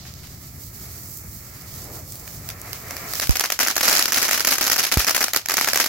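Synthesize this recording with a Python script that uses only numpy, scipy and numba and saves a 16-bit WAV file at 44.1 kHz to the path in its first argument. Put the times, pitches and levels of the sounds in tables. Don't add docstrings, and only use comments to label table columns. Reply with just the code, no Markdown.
import sys
import numpy as np
from scipy import signal
from scipy.fft import rfft, irfft
from scipy.io import wavfile
from scipy.ndimage import uniform_filter1d, minimum_filter1d
from numba import njit

SR = 44100
rng = np.random.default_rng(int(sys.argv[2]) if len(sys.argv) > 2 else 0)


def bounce(signal):
    frames = np.transpose(np.atleast_2d(signal))
    limited = np.clip(frames, -1, 1)
    pcm = np.round(limited * 32767).astype(np.int16)
    wavfile.write(sys.argv[1], SR, pcm)


N = 259535


def undb(db):
    return 10 ** (np.asarray(db) / 20)


def unit(x):
    return x / np.sqrt(np.mean(x ** 2))


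def over_time(table):
    s, *columns = np.transpose(table)
    return [np.interp(np.arange(N) / SR, s, column) for column in columns]


def colour(x, spectrum):
    size = 4096
    hz, db = np.transpose(spectrum)
    grid_hz = np.maximum(np.arange(size // 2 + 1), 1) * SR / size
    log_gain = np.interp(np.log(grid_hz), np.log(hz), db) * np.log(10) / 20
    cepstrum = irfft(log_gain)
    cepstrum[1:size // 2] *= 2
    cepstrum[size // 2 + 1:] = 0
    response = irfft(np.exp(rfft(cepstrum)))
    return signal.fftconvolve(x, response[None], axes=1)[:, :x.shape[1]]


def tilt(x, hz, db):
    body = signal.sosfiltfilt(signal.butter(2, hz, fs=SR, output="sos"), x)
    return body + (x - body) * undb(db)


def walk(rate):
    hold = int(SR / rate)
    steps = np.repeat(rng.standard_normal(N // hold + 1), hold)
    return unit(uniform_filter1d(uniform_filter1d(steps, hold), hold)[:N])


def ports(alike_hz):
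    shared, own = rng.standard_normal(N), rng.standard_normal((2, N))
    low = signal.butter(1, alike_hz, fs=SR)
    return signal.lfilter(*low, shared - own) + own


def add(train, s, size):
    np.add.at(train, np.clip((s * SR).astype(int), 0, N - 1), size)


# t/s, jet hiss level/dB, level/dB of its treble against its body,
# flame roar level/dB, level/dB of the roar's upper half against its lower
BURN_COURSE = [(0, -32, -14.5, -51.5, -2), (.6, -43, 4.5, -52, -2), (.9, -37, 2, -47.5, -2),
               (1.2, -47.5, 11.5, -51.5, -2), (1.6, -37, -1.5, -51.5, 2), (1.95, -37, 1.5, -37.5, -11.5),
               (2.06, -41, 4, -46, -7), (2.6, -38, 0, -44, -0.5), (3.06, -31, -1.5, -38, 2.5),
               (3.15, -26.5, -1, -41.5, 3), (3.6, -32, -9, -73, -16), (5.89, -27, -16, -46, 10)]
# f/Hz, relative level/dB
HISS_SPECTRUM = [(1500, -25), (2850, -9.5), (3700, -5.5), (4600, 1), (7500, 1.5), (9500, -6), (12100, 3),
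                 (14000, 2.5), (15700, 4.5)]
# f/Hz, relative level/dB
ROAR_SPECTRUM = [(150, -23), (250, -7.5), (390, -4.5), (530, -6.5), (710, -4.5), (900, -10.5), (1330, -4),
                 (1520, -11), (1710, -7), (2220, -5.5), (2850, -18.5), (4000, -38)]


def jet():
    hiss_db, treble_db, roar_db, upper_db = over_time(BURN_COURSE)
    sputter = undb(-2.3 * np.log(1 - rng.random(N)))
    hiss = unit(colour(ports(1900) * sputter, HISS_SPECTRUM))
    flicker_db = .3 * walk(6) + 1.6 * walk(30)
    hiss *= undb(flicker_db + np.array([[-2.5], [2.5]]))
    roar = unit(colour(ports(1100), ROAR_SPECTRUM))
    flutter_db = 1.3 * walk(24.94)
    roar *= undb(flutter_db + np.array([[.7], [-.7]]))
    return tilt(hiss, 5340, treble_db) * undb(hiss_db) + tilt(roar, 880, upper_db) * undb(roar_db)


# f/Hz, relative level/dB
RUMBLE_SPECTRUM = [(15, -13), (25, -28), (52, -3.5), (75, 2), (124, 0), (173, -7), (390, -20), (660, -120)]
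# t/s, level/dB
RUMBLE_COURSE = [(3.1, -41), (3.5, -46.5)]


def rumble():
    level_db, = over_time(RUMBLE_COURSE)
    noise = unit(colour(ports(680), RUMBLE_SPECTRUM))
    return noise * undb(level_db + 1.0 * walk(13) + np.array([[.6], [-.6]]))


GROUND_DB, GROUND_SPREAD_DB = .5, 5
KNOCK_HZ = 3150


def bursts(s, db, echo_ms, knock_db, lag_s, pan_db, front_s):
    snap, knock = np.zeros((2, 2, N))
    chance = rng.random((len(s), 10)).T
    rebound_s = front_s * (.5 + chance[9])
    for port, sign in enumerate((1, -1)):
        side = sign * (chance[0] - .5)
        direct = s + lag_s * side
        size = undb(db + pan_db * side - .5 * sign)
        ground = direct + echo_ms / 1000 + lag_s * (chance[1 + port] - .5)
        ground_size = size * undb(GROUND_DB + GROUND_SPREAD_DB * (chance[3 + port] - .5))
        hand = direct + 0.0015 * (.2 + chance[5 + port])
        hand_size = size * .5 * chance[7 + port]
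        for when, gain in ((direct, size), (ground, ground_size), (hand, hand_size)):
            for train, share in ((snap, undb(-knock_db / 2)), (knock, undb(knock_db / 2))):
                add(train[port], when, gain * share)
                add(train[port], when + rebound_s, -.6 * gain * share)
    return snap + signal.lfilter(*signal.butter(2, KNOCK_HZ, fs=SR), knock - snap)


def afterglow(train, t60, delay_s):
    power = np.mean(train ** 2, axis=0)
    for keep in (10 ** (-6 / (t60 * SR)), np.exp(-1 / (delay_s * SR))):
        power = signal.lfilter([1 - keep], [1, -keep], power)
    return np.sqrt(power)


# t/s, nominal peak level/dB ahead of the limiter, ground echo delay/ms (longer for
# higher stars), level/dB of knock against snap, relative level/dB of the fizz that follows
STAR_BURSTS = [(0.053, -27.5, 2.7, 13, 13), (0.2337, -31.5, 5.4, -10, 17), (0.271, -35, 1.4, -12, -4),
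               (2.2771, -19, 1.7, 5.5, 1), (2.4896, -13.0, 1.16, 0, 3), (2.502, -17.5, 0.87, -6.5, -8),
               (2.731, -14.5, 1.03, 0, 5.5), (2.908, -13.5, 1.9, 1, -1), (2.9669, -12, 1.66, 1.5, 0),
               (3.1354, -8.5, 1.6, -3, -9), (3.148, -20, 1.4, -8, 3), (3.1534, -16, 2.3, -11, 16),
               (3.198, 2.5, 1.7, -1.5, -9), (3.2113, -10.5, 1.0, -7, 21), (3.2715, -8, 1.3, -2, -6),
               (3.294, -5, 0.8, -6.5, 4), (3.308, -6, 1.7, -5, 12), (3.3557, 3.5, 4, 1, 0.5),
               (3.369, -3, 2.0, -5, 1), (3.3958, 8, 1.53, -3, 1.5), (3.4075, 8.5, 2.4, -1, -8),
               (3.4391, 9, 2.84, 4.5, 0.5), (3.452, 0, 1.8, 9, -4), (3.4579, -3.5, 1.6, -5, -2),
               (3.5019, 5.5, 1.58, 5.5, -2), (3.5215, 4.5, 3, -7, 1.5), (3.5905, 8.5, 2, 3.5, -2),
               (3.601, 11, 4.1, 3.5, 5), (3.608, 5, 2.6, 6, 4), (3.6299, 10.5, 3.5, 1.5, -1),
               (3.6642, 0.5, 1.46, 12, 11), (3.672, 7, 2.14, 3, -1), (3.6837, 10, 0.62, 5, -1),
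               (3.7034, 5, 8.8, 2, 1), (3.756, -6, 2.6, -2, 4), (3.7651, 12, 2.9, 1, -6),
               (3.779, 8, 2.5, 3, 0.5), (3.809, 12, 3.5, 2.5, -3), (3.8303, 10.5, 3.6, 0, 6.5),
               (3.8544, 7.5, 4.4, -3, 8), (3.8783, 11, 2, 4, 2), (3.882, 17, 4.8, -2.5, -3),
               (3.8964, 13.5, 2.6, -0.5, 2), (3.912, 10.5, 4.7, 3, 7), (3.918, 5, 3.7, 7, 6),
               (3.928, 10.5, 2.4, -2, 4), (3.952, 11, 1.6, 2, 4.5), (3.9652, 10, 6.6, -6, 3.5),
               (3.9815, 5.5, 1.7, 0, 4), (3.9922, 11.5, 3.2, -5, 5.5), (4.0247, 12, 1.56, -1.5, 0),
               (4.0563, 10, 2.14, -2, -2), (4.081, 6.5, 3.9, 2.5, 3.5), (4.1211, 8, 1.65, 1, -1),
               (4.1283, 6.5, 4.6, -4, -1.5), (4.143, 8.5, 2.8, -2.5, 4), (4.161, 3, 2.8, -3, 9),
               (4.1722, 11, 3.8, 2, -4), (4.18, 11.5, 3.9, 2, 1), (4.217, 1, 0.84, -3, -5),
               (4.221, 6.5, 1.4, 2, 0), (4.228, 8, 2.6, 0, 8), (4.251, 6.5, 3.4, 1, 0.5),
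               (4.2822, 1.5, 0.92, 1, 7.5), (4.2887, 9, 4.7, 6, -10), (4.311, 12.5, 1.55, 4, 3),
               (4.3309, 10, 2.14, 0, 3.5), (4.344, 9, 4.2, 3, 1.5), (4.3769, 5, 3.4, 1, -1),
               (4.396, 4.5, 2.14, 0, 4.5), (4.405, 7, 2.1, -1, -1), (4.4483, 13.5, 2.13, 3, -2.5),
               (4.4716, 11.5, 3.1, -4, 1), (4.478, 12, 1.27, 0, -7), (4.4874, 8, 4.7, -5, 0),
               (4.5075, -1, 1.0, -6, -5), (4.5105, 9, 3.3, -3, 6), (4.521, 11.5, 5.2, 1, 2.5),
               (4.525, 3, 4.5, 8, 0), (4.5372, 3, 4.2, -3, 0), (4.5553, 3.5, 3.8, 2, 1.5),
               (4.583, 9, 2.44, 2.5, -1), (4.611, 11.5, 3.2, 1, 2), (4.617, 3.0, 2.2, 6, 4),
               (4.6269, 6, 3, -1.5, 1), (4.642, 5, 8.4, 0, 5), (4.6666, 9.5, 4.0, -1.5, 0),
               (4.678, 7, 2.6, 2, -3), (4.6992, 11, 2.2, 2, -1), (4.7149, 8.5, 3.2, 5, 7),
               (4.7176, 8, 2.2, -5.5, -8), (4.73, 8, 3.0, -2, -11), (4.7615, 8, 4.1, 3.5, -2),
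               (4.781, 5, 5.1, -3, 12.5), (4.7939, 3.5, 2.1, -7, -10), (4.83, 3.5, 5.3, -2, 8),
               (4.8382, 4.5, 4, 1.5, -0.5), (4.85, 7, 2.9, 2, -2), (4.8674, 3, 2.6, 1, 2),
               (4.9161, 6.5, 4.5, 5, 8.5), (4.9215, 8.5, 2.85, 4, -11), (4.9243, 5, 2.24, -4, -8),
               (4.94, 4, 2.0, -3, -11), (4.9732, 6.5, 0.87, 2, 5), (4.98, 0, 3.7, 7, -4),
               (4.995, 8.5, 3.4, 2, 4.5), (5.003, 5.5, 2.4, 10, 4), (5.0461, 3.5, 1.2, -1.5, 0),
               (5.0686, 6, 4.5, 3, 8.5), (5.0791, 11, 4.5, 0, -8), (5.084, 5, 2.4, 12, -5),
               (5.094, 9, 2.5, 3.5, 1.5), (5.1084, 9.5, 3.6, 3, -7), (5.1472, 9.5, 2.1, 3, 2),
               (5.152, 5, 3.2, 5, -1), (5.164, 14.5, 3, 3, -5), (5.1784, 5.5, 1.93, 6, 0.5),
               (5.2073, 10.5, 4.6, 2, 2), (5.216, 7, 2.4, 8, -7), (5.2273, 10, 2.5, 2, -8),
               (5.241, 15, 2.8, 0.5, -5.5), (5.2823, 2, 1.27, 6, 0.5), (5.3343, 2, 1.6, -8, -10),
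               (5.34, -4, 0.92, 7, -6), (5.3456, 6.0, 3, 5.5, 2), (5.3614, 13, 2.6, -4.5, -3.5),
               (5.3711, 9, 2.15, 2, -9), (5.4592, -2, 1.2, -2, -2), (5.4863, 2.5, 1.05, 0, 7),
               (5.497, 8, 2.46, 5.5, -6), (5.508, 6, 2.3, 4, 2), (5.5183, 6, 2.5, 3, 0),
               (5.5397, 8, 2.8, 3, -3.5), (5.569, 12, 2.2, -0.5, 1), (5.5814, 10, 5.4, 8, -6),
               (5.6113, 11, 0.95, 6, 2), (5.6448, 8.5, 2.2, 3.5, 0.5), (5.6743, 9, 3.64, 5.5, 1),
               (5.6853, 10.5, 2.44, 4.5, -0.5), (5.7327, 11, 1.7, 1, -1), (5.745, 4, 1.4, 3, -2),
               (5.758, 15, 2.56, 3.5, -5), (5.7739, 12, 1.9, 1.5, 0.5), (5.8, 16.5, 3.1, 5.5, 1.5),
               (5.8056, 2, 1.9, 4, 0), (5.8114, 4.5, 2, -3, -6), (5.8412, 8, 3.4, 3, -2),
               (5.86, 10, 3.3, 2, -1), (5.88, -2, 2.5, 0, 0)]
# f/Hz, relative level/dB
CRACK_SPECTRUM = [(90, -33.5), (230, -0.5), (480, -1), (700, 2.5), (1000, 0), (1400, 3), (2350, 2.5),
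                  (3500, 0.5), (5300, 6.5), (6500, 5), (9000, -4), (11800, 5), (16000, 0.5)]
FRONTS_S = 0.0044
TAIL_HZ = 11300


def stars():
    s, db, echo_ms, knock_db, fizz_db = np.transpose(STAR_BURSTS)
    cracks = bursts(s, db, echo_ms, knock_db, lag_s=.0001, pan_db=-9.5, front_s=0.00025)
    when, size, height, body = rng.random((6000, 4)).T
    crackles = bursts(when * N / SR, -2.0 * np.log(1 - size), 4 * height, 16 * (body - .5),
                      lag_s=.0002, pan_db=8, front_s=.0002)
    embers = np.zeros((1, N))
    add(embers[0], s, undb(db + fizz_db))
    late = np.pad(afterglow(embers, 0.13, 0.0074), (int(FRONTS_S * SR), 0))[:N]
    tail = late * (undb(-4.5) * ports(1100) + undb(3.5) * crackles)
    wet = cracks + signal.lfilter(*signal.butter(1, TAIL_HZ, fs=SR), tail)
    wet += undb(-10) * afterglow(cracks, .010, .0003) * ports(1700)
    click = colour(np.eye(1, 2048), CRACK_SPECTRUM)
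    peak = np.sqrt(2 * uniform_filter1d(click ** 2, size=13).max())
    return colour(wet, CRACK_SPECTRUM) / peak


# t/s, onset level/dB of the noise before its high-pass
SPARK_TICKS = [(1.6207, -26), (1.8423, -24), (1.9999, -34), (2.1226, -18), (2.156, -19), (2.1962, -25),
               (2.616, -19), (2.8669, -31)]
SPARK_HZ, SPARK_T60_S = 7100, 0.0049


def sparks():
    s, db = np.transpose(SPARK_TICKS)
    onsets = np.zeros(N)
    add(onsets, s, undb(db))
    decay = 10 ** (-3 / (SPARK_T60_S * SR))
    shape = signal.lfilter([1], [1, -decay], onsets)
    return signal.lfilter(*signal.butter(2, SPARK_HZ, "high", fs=SR), shape * ports(8500))


# t/s, left step, right step [amplitude before filtering]
THUMP_STEPS = [(3.2939, -0.85, 2.24), (4.9713, 0.92, 1.33)]
THUMP_HZ, THUMP_WIDTH_HZ, LOW_CUT_HZ, THUMP_EDGE_HZ = 53, 35, 62, 2000


def thumps():
    steps = np.zeros((2, N))
    for s, left, right in THUMP_STEPS:
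        steps[:, int(s * SR):] += np.array([[left], [right]])
    ring, cut = 2 * np.pi * THUMP_HZ, 2 * np.pi * LOW_CUT_HZ
    ring_poles = np.roots([1, 2 * np.pi * THUMP_WIDTH_HZ, ring ** 2])
    cut_poles = np.roots([1, 1.0 * cut, cut ** 2])
    swing = signal.bilinear_zpk([0] * 4, np.r_[ring_poles, cut_poles], 1, SR)
    ringing = signal.sosfilt(signal.zpk2sos(*swing), steps)
    return signal.lfilter(*signal.butter(2, THUMP_EDGE_HZ, fs=SR), ringing)


def scene():
    return jet() + rumble() + stars() + sparks() + thumps()


@njit
def recover(gain, rate):
    out, g = np.empty(len(gain)), 1.
    for i in range(len(gain)):
        g = min(gain[i], g + rate * (gain[i] - g))
        out[i] = g
    return out


LIMIT_DB, LIMIT_RATIO, RELEASE_S, AHEAD_S = -3, 1.413, 0.88, .008
TOP_HZ = 15850


def record(dry):
    ahead = int(AHEAD_S * SR)
    peak = np.abs(dry).max(axis=0) + 1e-9
    want = np.minimum(1, undb(LIMIT_DB) / peak) ** (1 - 1 / LIMIT_RATIO)
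    early = minimum_filter1d(want, ahead, origin=-(ahead // 2))
    held = recover(early, 1 / (RELEASE_S * SR))
    gain = uniform_filter1d(held, ahead, origin=(ahead - 1) // 2)
    rounded = np.tanh(1.05 * dry * gain) / 1.05
    top_cut = signal.ellip(10, .2, 70, TOP_HZ, fs=SR, output="sos")
    return np.clip(signal.sosfilt(top_cut, rounded), -1, 1)


dry = scene()
out = record(dry)
bounce(out)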